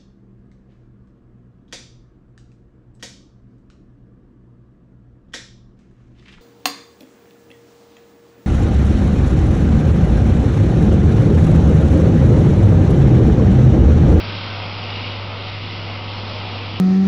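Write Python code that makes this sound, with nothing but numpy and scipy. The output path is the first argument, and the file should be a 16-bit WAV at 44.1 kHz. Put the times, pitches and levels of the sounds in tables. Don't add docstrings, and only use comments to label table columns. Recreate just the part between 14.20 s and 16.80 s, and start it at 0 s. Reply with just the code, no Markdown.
import sys
import numpy as np
from scipy import signal
from scipy.fft import rfft, irfft, next_fast_len
from scipy.io import wavfile
from scipy.ndimage import uniform_filter1d

SR = 44100
rng = np.random.default_rng(int(sys.argv[2]) if len(sys.argv) > 2 else 0)


def gain_from_db(level_db):
    decades = np.asarray(level_db, float) / 20
    return 10 ** decades


def waveform_to_disk(signal):
    frames = np.transpose(np.atleast_2d(signal))
    scaled = np.clip(frames, -1, 1) * 32767
    samples = np.round(scaled).astype(np.int16)
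    wavfile.write(sys.argv[1], SR, samples)


N = 114660
T = np.arange(N) / SR
SIZE = next_fast_len(N + SR // 4)
F = np.arange(SIZE // 2 + 1) * SR / SIZE + 1e-3
SHAFT_HZ, SHAFT_WANDER = 56.25, .0012


def level(x, db):
    return x * gain_from_db(db) / np.sqrt(np.mean(x ** 2))


def walk(rate):
    hold = int(SR / rate)
    steps = np.repeat(rng.standard_normal(N // hold + 1), hold)
    slewed = uniform_filter1d(uniform_filter1d(steps, hold), hold)
    return 1.3 * slewed[:N]


def colour(x, points, flicker_db, drift_db):
    hz, db = np.array(points).T
    gain = gain_from_db(np.interp(np.log(F), np.log(hz), db, -120, -120))
    spec, out = rfft(x, SIZE) * gain, 0
    for centre in hz[0] * 2 ** np.arange(0, np.log2(hz[-1] / hz[0]) + .5, .5):
        band = np.clip(1 - 2 * abs(np.log2(F / centre)), 0, 1)
        out = out + irfft(spec * band, SIZE)[:N] * gain_from_db(drift_db * walk(2.3) + flicker_db * walk(13))
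    return out


def ring(x, peaks, drift_db):
    spec, out = rfft(x, SIZE), 0
    for hz, width, db, *face in peaks:
        beam = np.exp(-.5 * ((T - face[0]) / face[1]) ** 2) if face else 1
        resonance = 1 / (1 + 1j * (F - hz ** 2 / F) / width)
        out = out + beam * gain_from_db(db + drift_db * walk(4)) * irfft(spec * resonance, SIZE)[:N]
    return out


def repeat(x, gear_share):
    turn_share, gear_turns = .12, 5
    for turns, share in ((1, turn_share), (gear_turns, gear_share)):
        x, lag = x.copy(), round(turns * SR / SHAFT_HZ)
        for i in range(lag, N, lag):
            x[i:i + lag] += share * x[i - lag:i][:N - i]
    return x


def tone(turns, db, wobble_db):
    return np.sqrt(2) * gain_from_db(db + wobble_db * walk(4.67)) * np.sin(2 * np.pi * (turns + rng.random()))


def motor():
    # frequency in Hz, level in dB.
    slot_whine = [(1163.7, -57), (1263.6, -50), (1363.7, -54.5)]
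    # frequency in Hz, level in dB.
    belt_flap = [(11.6, -58), (23.2, -62), (24.7, -61), (34.8, -58), (81.1, -57), (123.2, -54),
                 (139.2, -56)]
    hum_hz, hum_db, hum_phase = 100.03, -30.5, -.54
    hum = np.sqrt(2) * gain_from_db(hum_db + .4 * walk(4.6)) * np.sin(2 * np.pi * hum_hz * T + hum_phase)
    return hum + sum(tone(hz * T, db, 0.58) for hz, db in slot_whine + belt_flap)


def frame_rumble():
    # frequency in Hz, level in dB per Hz.
    floor_colour = [(15, -21.5), (40, -10), (75, -6), (130, -2.5), (200, -0.5), (260, -4.5), (380, -9),
                    (600, -19.5)]
    # frequency in Hz, width in Hz, level in dB, and for a swell
    # its centre in seconds and its spread in seconds.
    frame_peaks = [(170, 51, -1.7), (222, 12, 4.1, .35, 0.29), (224, 14, 0), (243, 12, 0.5), (305, 30, -1),
                   (346, 11, -2.5)]
    floor = colour(repeat(rng.standard_normal(N), .22), floor_colour, flicker_db=.5, drift_db=-0.2)
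    frame = ring(repeat(rng.standard_normal(N), .22), frame_peaks, drift_db=-3.0)
    return level(level(floor, 0) + level(frame, -2.5), -37.5)


def tube_rattle(strain_db):
    # frequency in Hz, level in dB per Hz.
    rattle_colour = [(300, -12.5), (430, 0.5), (550, 2.5), (900, 1.5), (1150, -5), (1450, -9),
                     (1600, -16.5), (2200, -32.5)]
    # frequency in Hz, width in Hz, level in dB.
    tube_peaks = [(486.4, 9.2, 5), (570, 24, -3), (677.5, 15, -3.5), (744, 12, 4.5), (846, 24, -0.5),
                  (918.5, 24, -1), (1076, 14, -1), (1140, 11, -0.5), (1216, 20, -4.5), (1477, 16, -8),
                  (1511, 15, -7.5)]
    knocks = colour(repeat(rng.standard_normal(N), .22), rattle_colour, flicker_db=0.0, drift_db=.5)
    tube = ring(repeat(rng.standard_normal(N), .22), tube_peaks, drift_db=-0.5)
    return level(level(knocks, 0) + level(tube, -2), 0) * gain_from_db(strain_db - 0.65)


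def shaft_orders(turns, strain_db):
    order_levels = {1: -52.5, 2: -55, 3: -56, 4: -54, 5: -54, 9: -55, 10: -53.5, 11: -54, 15: -57, 17: -53,
                    18: -57, 19: -58, 22: -60, 25: -60, 27: -59, 31: -62, 37: -60, 40: -59}
    orders = sum(tone(k * turns, db, 1.2) for k, db in order_levels.items())
    return orders * gain_from_db((strain_db - strain_db.mean()) / 2)


def drive(turns):
    # time in seconds, rattle level in dB.
    arm_strain = [(0, -34.5), (.2, -38.5), (.36, -33.5), (.6, -36), (.9, -36), (1.1, -33), (1.4, -40.5),
                  (1.7, -35.5), (1.9, -36.5), (2.1, -35), (2.3, -34.5), (2.45, -36.5), (2.6, -37.5)]
    strain_db = np.interp(T, *np.array(arm_strain).T)
    return frame_rumble() + tube_rattle(strain_db) + shaft_orders(turns, strain_db)


def tooth_clicks(gate):
    clicks_per_s, spread_db = 6000, 1.5
    hit, size, sign = rng.random((3, N))
    clicks = (hit < clicks_per_s / SR) * gain_from_db(-spread_db * np.log(1 - size)) * np.sign(sign - .5)
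    return level(repeat(clicks, .4) * gate, 0)


def shed_power(hand_db):
    t60_s = .45
    keep = gain_from_db(-120 / (t60_s * SR))
    power = gain_from_db(2 * hand_db)
    return signal.lfilter([1 - keep], [1, -keep], power, zi=[power[0]])[0]


def cutter(turns):
    # time in seconds, cutter level in dB.
    hand_moves = [(0, -31), (.2, -31.5), (.4, -32.5), (.65, -32), (.88, -32.5), (1.0, -34.5), (1.38, -34),
                  (1.5, -33.5), (1.72, -34.5), (1.82, -34.5), (2.0, -34), (2.3, -32.5), (2.54, -35),
                  (2.6, -34.5)]
    # frequency in Hz, level in dB per Hz.
    scrape_colour = [(900, -4.5), (1350, -4), (1650, -11), (2100, -1.5), (2850, 0), (3600, -3),
                     (4800, -7.5), (6400, -9.5)]
    # frequency in Hz, width in Hz, level in dB,
    # time of facing us in seconds, spread in seconds.
    housing_faces = [(1546, 98, 2, 0.063, 0.22), (2275, 48, 0, 0.6, .25), (2690, 130, -1, .45, .4),
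                     (2870, 53, 3.5, .8, .15), (3220, 200, -2, 0.26, 0.3), (2090, 73, 0, 1.58, 0.2),
                     (2770, 120, -0.5, 1.6, 0.16), (2884, 70, -3.5, 1.8, 0.35),
                     (3270, 240, -1.5, 2.3, 0.29), (2920, 140, 3.5, 2.58, 0.047),
                     (4890, 150, -10.5, 0.4, 1.5)]
    hand_db = np.interp(T, *np.array(hand_moves).T)
    stroke_depth, turn_depth = .12, .08
    gate = 1 + stroke_depth * np.cos(4 * np.pi * turns) + turn_depth * np.cos(2 * np.pi * turns + 1)
    direct = tooth_clicks(gate) * gain_from_db(hand_db)
    power = shed_power(hand_db)
    wash = rng.standard_normal(N) * np.sqrt(power)
    scrape = colour(direct + gain_from_db(-2) * wash, scrape_colour, flicker_db=1.0, drift_db=.3)
    housing = ring(repeat(rng.standard_normal(N), .4) * gate, housing_faces, drift_db=2.2)
    body = level(scrape, 0) + level(housing, -7.5)
    return level(body, 0.28) * np.sqrt(np.mean(power))


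def scene():
    turns = np.cumsum(SHAFT_HZ * (1 + SHAFT_WANDER * walk(2.5))) / SR
    mix = motor() + drive(turns) + cutter(turns)
    return mix[None]


def roll_off(x):
    return signal.sosfilt(signal.butter(12, 6340, fs=SR, output="sos"), x)


def record(dry):
    # frequency in Hz, level in dB.
    mic_rolloff = [(4900, 0.5), (5300, -2.5), (5600, -8.5), (5900, -18), (6150, -29.5), (6300, -43)]
    hz, db = np.array(mic_rolloff).T
    gain_db = np.interp(np.arange(N // 2 + 1) * SR / N, hz, db, 0, -120)
    soft = irfft(rfft(dry) * gain_from_db(gain_db), N)
    return roll_off(soft + .0056)


dry = scene()
out = record(dry)
waveform_to_disk(out)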